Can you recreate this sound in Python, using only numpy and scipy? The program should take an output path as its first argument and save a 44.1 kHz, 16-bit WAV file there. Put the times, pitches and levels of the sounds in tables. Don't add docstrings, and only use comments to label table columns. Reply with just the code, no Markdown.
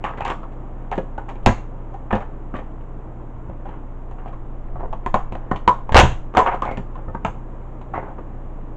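import sys
import numpy as np
from scipy import signal
from scipy.fft import rfft, irfft
from scipy.io import wavfile
from scipy.ndimage import uniform_filter1d

SR = 44100
rng = np.random.default_rng(int(sys.argv[2]) if len(sys.argv) > 2 else 0)


def persist_wave(psi):
    counts = np.round(np.clip(psi, -1, 1) * 32767).astype(np.int16)
    wavfile.write(sys.argv[1], SR, np.atleast_2d(counts).T)


def magnitude_from_level(level_db):
    exponent = np.asarray(level_db, float) / 20
    return 10 ** exponent


N = 386316
T = np.arange(N) / SR
RATTLE_DB = 3.5


def unit(x):
    return x / np.sqrt(np.mean(x ** 2))


def colour(x, points):
    hz, db = np.transpose(points)
    size = 2 ** 13
    grid_hz = np.arange(size + 1) * SR / size / 2
    log_gain = np.interp(np.log(grid_hz + 1), np.log(hz), db) * np.log(10) / 20
    cepstrum = irfft(log_gain)
    cepstrum[1:size] *= 2
    response = irfft(np.exp(rfft(cepstrum[:size], 2 * size)))
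    return signal.fftconvolve(x, response)[:N]


def band(x, hz, width):
    return signal.lfilter(*signal.iirpeak(hz, hz / width, SR), x)


def decay(t, t60):
    return np.exp(-np.log(1000) * t / t60)


def ring(t, hz, t60, phase=0):
    return np.sin(2 * np.pi * hz * t + phase) * decay(t, t60)


def add(out, x, s):
    i = int(s * SR)
    out[i:i + len(x)] += x[:len(out) - i]


def walk(rate):
    k = int(SR / rate)
    steps = np.repeat(rng.standard_normal(N // k + 1), k)
    return 1.3 * uniform_filter1d(uniform_filter1d(steps, k), k)[:N]


def wobble(size, hold):
    return unit(uniform_filter1d(rng.standard_normal(size), int(hold * SR)))


def burst(db, held, fade):
    t = T[:SR // 2]
    rise = 1 - np.exp(-t / 0.0045)
    return magnitude_from_level(db - fade * np.maximum(t - held, 0)) * rise


# start_s, peak_db (of the ringing body), shard_pitch_hz, snap_db (rms)
CRACK_EVENTS = [(0.04, -11, 860, -28.5), (0.173, -40, 506, -40), (0.182, -19, 807, -50),
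                (0.207, -14, 860, -36), (0.25, -10.5, 800, -27), (0.279, -13, 1200, -29),
                (0.302, -7.5, 1064, -27.5), (0.316, -13, 1060, -53), (0.431, -23.5, 970, -50),
                (0.518, -53, 740, -54), (0.915, -15, 735, -34), (0.956, -32, 700, -43),
                (0.978, -9.5, 552, -37.5), (1.178, -12.5, 817, -44.5), (1.283, -24.5, 935, -52.5),
                (1.29, -28, 790, -37.5), (1.311, -22.5, 840, -47.5), (1.355, -26, 813, -49),
                (1.43, -36, 694, -54.5), (1.461, 8.5, 798, -8), (1.941, -22.5, 756, -48.5),
                (2.112, -19, 770, -55), (2.128, -4, 740, -34), (2.153, -10.5, 501, -34),
                (2.205, -19.5, 785, -43), (2.54, -13.5, 606, -52), (2.563, -26, 586, -40),
                (2.591, -19, 590, -50), (3.495, -25, 623, -62), (3.655, -23, 800, -54),
                (3.69, -25, 920, -51), (4.112, -25, 950, -51.5), (4.259, -19.5, 717, -55),
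                (4.279, -32, 770, -48.5), (4.328, -27, 1090, -51), (4.757, -23, 820, -57),
                (4.795, -22.5, 865, -58), (4.807, -18.5, 907, -55), (4.831, -18, 685, -58),
                (4.854, -20, 677, -60), (4.928, -14.5, 850, -41.5), (5.062, -8.5, 994, -30.5),
                (5.142, 2, 1001, -24), (5.323, -17.5, 920, -39), (5.352, -17, 793, -40.5),
                (5.514, -3, 780, -34.5), (5.56, -17, 1040, -33.5), (5.677, 6, 972, -20.5),
                (5.893, -10.5, 871, -42), (5.922, -9, 898, -24.5), (5.945, 4, 988, -8),
                (5.967, -5, 1282, -3), (5.976, -0.5, 591, -3), (5.99, 0.5, 693, -3.5),
                (5.999, 0, 725, -4.5), (6.339, -18.5, 1132, -45), (6.35, -6, 1180, -36),
                (6.371, 8, 1010, -14.5), (6.38, -3.5, 1000, -25), (6.39, -1, 995, -22.5),
                (6.472, -6.5, 740, -43), (6.542, -11, 730, -40), (6.621, -6.5, 1173, -31.5),
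                (6.653, -11.5, 740, -37), (6.689, -14, 687, -51), (6.712, -13, 690, -38),
                (6.772, -22.5, 770, -34.5), (6.955, -24.5, 1030, -50.5), (7.082, -25, 608, -65),
                (7.146, -13, 985, -48.5), (7.249, -5, 904, -25), (7.813, -26.5, 970, -48.5),
                (7.939, -13.5, 1126, -56), (7.957, -13, 866, -56), (7.978, -9.5, 720, -57),
                (8.028, -21.5, 760, -60), (8.085, -25.5, 840, -63), (8.184, -22.5, 973, -61)]


def cracks():
    out = np.zeros(N)
    for s, peak_db, shard_hz, snap_db in CRACK_EVENTS:
        tear = tearing(peak_db)
        body = crack_body(tear, shard_hz)
        add(out, magnitude_from_level(peak_db) * body / np.abs(body).max(), s)
        add(out, crack_snap(tear, peak_db, snap_db), s)
    return out


def tearing(peak_db):
    t = T[:SR // 25]
    fall = np.exp(-t / 0.00045) + magnitude_from_level(-19) * np.exp(-t / 0.011)
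    rise_s = 0.00019 * magnitude_from_level(-0.5 * peak_db)
    return rng.standard_normal(len(t)) ** 3 * fall * (1 - np.exp(-t / rise_s))


# pitch_hz, level_db, t60_s
SHELL_MODES = [(454, -14.5, 0.06), (562, -8, 0.015), (770, -3, 0.0098), (820, -0.5, 0.032),
               (920, -8.5, 0.018), (1020, -4.5, .06), (1277, -13, 0.029), (1595, -17, 0.033),
               (1748, -10.5, 0.045), (1940, -20.5, 0.036), (2390, -20.5, 0.043), (2760, -20.5, .03),
               (2920, -25.5, .03)]


def crack_body(tear, shard_hz):
    t = T[:SR // 8]
    hz, db, t60 = np.transpose(SHELL_MODES)[:, :, None]
    level_chance, pitch_chance = rng.standard_normal((len(SHELL_MODES), 2)).T[:, :, None]
    bent_hz = hz * (1 + 0.088 * pitch_chance)
    shell = np.sum(magnitude_from_level(db + 7.1 * level_chance) * ring(t, bent_hz, t60), axis=0)
    partials = [(1, -2.5), (0.99, 5.0), (0.77, -5.5), (0.52, -17.5)]
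    shard = sum(magnitude_from_level(gain_db) * ring(t, ratio * shard_hz, 0.022) for ratio, gain_db in partials)
    push = uniform_filter1d(tear, size=9)
    body = signal.fftconvolve(push, shard + magnitude_from_level(-6.0) * shell)
    return body * magnitude_from_level(RATTLE_DB * wobble(len(body), 0.0039))


def crack_snap(tear, peak_db, snap_db):
    snap_hz = 2313 * np.exp(0.21 * rng.standard_normal())
    snap = band(tear, snap_hz, 870) + magnitude_from_level(-4.5) * band(tear, 3700, 3500)
    snap = band(snap, 2800, 4300)
    thin = band(band(tear, 5300, 3500), 5300, 3500)
    thin_db = -28 + 0.8 * peak_db + 0.6 * snap_db
    return magnitude_from_level(snap_db) * unit(snap) + magnitude_from_level(thin_db) * unit(thin)


# start_s, level_db (before the chatter), pitch_hz (at the start)
HOLLOW_RINGS = [(0.044, -21.5, 1140), (0.308, -23, 1104), (0.435, -37, 1008), (5.144, -19, 1036),
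                (5.518, -24.5, 1048), (5.68, -10, 1009), (6.377, -4.5, 955.5), (7.98, -29, 897)]


def hollow():
    out, t = np.zeros(N), T[:SR // 5]
    t60_s, glide_per_s, wobble_rad = 0.19, 1.3, 0.8
    for s, db, hz in HOLLOW_RINGS:
        for ratio, gain_db in [(1, -0.5), (.9, -7)]:
            climbing_hz = ratio * hz * (1 + glide_per_s * t / 2)
            tone = ring(t, climbing_hz, t60_s, wobble_rad * wobble(len(t), 0.011))
            level = magnitude_from_level(db + gain_db + RATTLE_DB * wobble(len(t), 0.0065))
            add(out, level * tone * (1 - np.exp(-t / 0.0022)), s)
    return out


# start_s, level_db, held_s, pitch_hz
RASP_EVENTS = [(0.204, -31, .015, 2550), (6.441, -36, 0.077, 2300), (6.622, -36.5, 0.11, 2150),
               (7.94, -35.5, 0.049, 2000)]


def rasp():
    out = np.zeros(N)
    slips_per_s, width_hz, fade_db_per_s = 370, 320, 400
    for s, db, held, hz in RASP_EVENTS:
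        shape = burst(db, held, fade_db_per_s)
        slips = rng.standard_normal(len(shape)) * (rng.random(len(shape)) < slips_per_s / SR)
        tone = band(band(slips, hz, width_hz), hz, 2 * width_hz)
        add(out, shape * unit(tone), s)
    return out


def fractures():
    low, high = np.zeros(N), np.zeros(N)
    for hz, db, _ in SHELL_MODES:
        at = rng.integers(0, N, size=N // 80)
        strength = rng.standard_normal(len(at)) * magnitude_from_level(2.4 * rng.exponential(size=len(at)))
        grains = np.bincount(at, strength, N)
        mode = band(band(grains, hz, 0.17 * hz), hz, 2.1 * hz)
        add(low if hz < 1600 else high, magnitude_from_level(0.6 * db) * mode, 0)
    return unit(low), unit(high)


# start_s, low_modes_db, high_modes_db, held_s, low_fade_db_per_s
CRUNCH_BURSTS = [(0.043, -23, -20.5, 0.0055, 206), (0.18, -32, -38, .005, 451),
                 (0.206, -29.5, -26, .005, 303), (0.25, -28, -30, .065, 351),
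                 (0.916, -24, -28.5, 0.012, 500), (0.977, -28, -19.5, 0.0043, 1205),
                 (1.177, -28.5, -52, 0.0057, 500), (1.283, -35, -46, 0.018, 497),
                 (1.461, -7.5, -13, .004, 451.5), (2.106, -13, -22, 0.0065, 1502),
                 (2.127, -19, -22, 0.0083, 452), (2.153, -29, -32, 0.0092, 352),
                 (2.21, -38, -43, 0.016, 300), (2.54, -35.5, -35, 0.022, 600), (2.585, -36, -32, .004, 450),
                 (3.65, -46, -50, 0.052, 300), (4.11, -45, -53, 0.0088, 500),
                 (4.182, -37.5, -47, .005, 202), (4.258, -45, -46, .005, 280), (4.79, -47, -69, 0.044, 402),
                 (5.14, -20, -38, 0.0035, 303), (5.508, -28.5, -49, 0.003, 260),
                 (5.675, -22, -41.5, 0.0035, 308), (5.892, -26, -41, 0.0028, 903),
                 (5.92, -23, -28, .004, 1500), (5.943, 0.5, -10.5, 0.037, 289),
                 (6.365, -10, -20.5, 0.0088, 180), (6.458, -15.5, -21, 0.021, 443),
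                 (6.518, -23, -31, 0.011, 274), (6.619, -28, -43, 0.063, 300), (6.772, -41, -36, .004, 396),
                 (6.952, -43, -59, 0.027, 244), (7.247, -19.5, -34, .004, 494),
                 (7.935, -24, -44, 0.021, 349), (8.02, -39.5, -63, 0.095, 503),
                 (8.174, -45.5, -70, 0.052, 301)]


def crunch(low, high):
    body, bright = np.zeros(N), np.zeros(N)
    for s, low_db, high_db, held, fade in CRUNCH_BURSTS:
        add(body, burst(low_db, held, fade), s)
        add(bright, burst(high_db, held, 1.82 * fade), s)
    return body * low + bright * high


# time_s, level_db (of the low modes, before the random wander)
RUSTLE_LEVEL = [(0, -49.5), (.55, -57.5), (.8, -60), (3.4, -58.5), (3.7, -54.5), (4.3, -59), (4.85, -51.5),
                (5.6, -51), (7.2, -56), (7.6, -59.5), (8.1, -58.5), (8.7, -61.5)]


def rustle(low, high):
    level = magnitude_from_level(np.interp(T, *np.transpose(RUSTLE_LEVEL)) + 4.4 * walk(25))
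    return level * (low + magnitude_from_level(-11.5) * high)


# start_s, knock_db (peak before the soft onset), knock_pitch_hz (nominal), boom_db (of its 44 Hz mode)
FLOOR_BLOWS = [(0.979, -12, 204, -38), (1.465, 4.5, 178.2, -8), (2.128, -6, 171, -19),
               (3.349, -46, 137, -28), (3.492, -17, 111, -55), (4.751, -28, 96.5, -24.5),
               (5.139, -19, 151, -31), (5.323, -16.5, 154, -27), (5.516, -14.5, 110, -29),
               (5.673, -24, 210, -35.5), (5.919, -9.5, 100, -21), (5.946, 6.5, 92.8, -4),
               (5.978, 4.5, 109, -2.5), (6.031, 2, 102, -30), (6.09, -16, 114.6, -17),
               (6.372, -5.5, 323, -34), (6.687, -23, 115.8, -24), (6.777, -13, 185, -42),
               (7.079, -16.5, 100, -48), (7.146, -21.5, 108.3, -51), (7.247, -8, 167.4, -23)]


def floor():
    out, t = np.zeros(N), T[:SR // 2]
    boom = ring(t, 44, .25) + magnitude_from_level(-7) * ring(t, 68, .15) + magnitude_from_level(-3) * ring(t, 104, .25)
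    mode_gain = magnitude_from_level([[-4], [0], [-4], [-6], [-7], [-9]])
    for s, knock_db, hz, boom_db in FLOOR_BLOWS:
        ratio = np.array([[.7], [1], [1.4], [2.1], [3.1], [4.6]])
        ratio = ratio * (1 + 0.13 * rng.standard_normal((6, 1)))
        t60 = 0.094 / ratio ** 0.09
        knock = np.sum(mode_gain * ring(t, hz * ratio, t60), axis=0)
        blow = magnitude_from_level(knock_db) * knock / np.abs(knock).max() + magnitude_from_level(boom_db) * boom
        add(out, blow * (1 - np.exp(-t / 0.0017)), s)
    return out


def room(x, count=3):
    out = np.zeros(N)
    for k in range(count):
        share = 2 / count * np.cos(np.pi * (6.0 * T + k / count)) ** 2
        out = out + signal.oaconvolve(x * share, tail())[:N]
    return out


# pitch_hz, t60_s, level_db
ROOM_BANDS = [(159, 0.16, 0.5), (533, 0.13, -4.5), (1420, 0.27, -7), (4000, 0.067, -8.5), (7460, 0.3, -2)]
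# delay_s, level_db
WALL_ECHOES = [(.0055, -19), (.015, -15.5), (.025, -21.5)]


def tail():
    t = T[:SR // 3]
    out = np.zeros(len(t))
    for hz, t60, db in ROOM_BANDS:
        part = band(rng.standard_normal(len(t)), hz, hz) * decay(t, t60)
        part = part * (1 - np.exp(-(t / 0.0059) ** 2))
        out = out + magnitude_from_level(db) * part * np.sqrt(2 * hz / SR / np.sum(part ** 2))
    for s, db in WALL_ECHOES:
        add(out, magnitude_from_level([db]), s)
    return out


# time_s, level_db
SWAY_LEVEL = [(0.0, -44), (0.8, -49), (1.31, -44), (1.48, -28), (1.87, -48), (2.2, -37), (2.75, -43),
              (3.93, -44), (5.19, -29), (5.82, -32), (5.96, -19), (6.35, -35), (7.12, -48), (8.7, -44)]


def sway():
    flex = band(band(rng.standard_normal(N), 11, 10), 11, 10)
    return magnitude_from_level(np.interp(T, *np.transpose(SWAY_LEVEL))) * unit(flex)


def fan():
    return fan_shaft() + fan_hum() + fan_air()


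# time_s, level_db (rms, before the random wander)
SHAFT_LEVEL = [(0.0, -31.5), (2.2, -31), (3.0, -32.5), (4.84, -29.5), (5.64, -29.5), (6.8, -29.5),
               (8.068, -35), (8.701, -29)]


def fan_shaft():
    s, db = np.transpose(SHAFT_LEVEL)
    phase = 2 * np.pi * np.cumsum(26.7 * (1 + 0.019 * walk(1.7))) / SR
    level = magnitude_from_level(np.interp(T, s, db) + 0.97 * walk(3.5))
    return np.sqrt(2) * level * np.sin(phase)


# pitch_hz, level_db (rms, before the random wander)
HUM_LINES = [(60.0, -43.5), (120.0, -43), (146, -57.5), (230, -61), (319, -53)]


def fan_hum():
    out = np.zeros(N)
    for hz, db in HUM_LINES:
        level = np.sqrt(2) * magnitude_from_level(db + 0.47 * walk(4.4))
        out = out + level * np.sin(2 * np.pi * (hz * T + rng.random()))
    return out


# pitch_hz, level_db (filter gain)
AIR_SPECTRUM = [(18, -14), (40, -23), (80, -14.5), (130, -17), (311, -18), (395, -21.5), (490, -22.5),
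                (1050, -27.5), (1500, -38.5), (3200, -55.5), (4840, -74), (7260, -62), (9000, -80),
                (11700, -120)]


def fan_air():
    air = colour(rng.standard_normal(N), AIR_SPECTRUM)
    return air / np.std(band(air, 880, 670)) * magnitude_from_level(-47.5 + 0.5 * walk(1.5))


# pitch_hz, gain_db
MIC_RESPONSE = [(20, 1.5), (1200, -3), (3000, -11), (5200, -29.5), (6500, -19.5), (7600, -19.5),
                (8600, -31), (10000, -62.5), (20000, -70)]


def scene():
    low, high = fractures()
    near = cracks() + hollow() + rasp() + crunch(low, high) + rustle(low, high) + floor()
    heard = colour(near + room(near), MIC_RESPONSE)
    return (heard + sway() + fan())[None]


def top_cut(x):
    return signal.sosfilt(signal.butter(12, 16500, fs=SR, output="sos"), x)


def record(dry):
    ceiling, knee = .72, 8.0
    flat = dry / (1 + np.abs(dry / ceiling) ** knee) ** (1 / knee)
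    mix = colour(flat[0], [(7500, 0), (10500, -6.5), (20000, -5.5)])[None]
    return top_cut(mix)


dry = scene()
out = record(dry)
persist_wave(out)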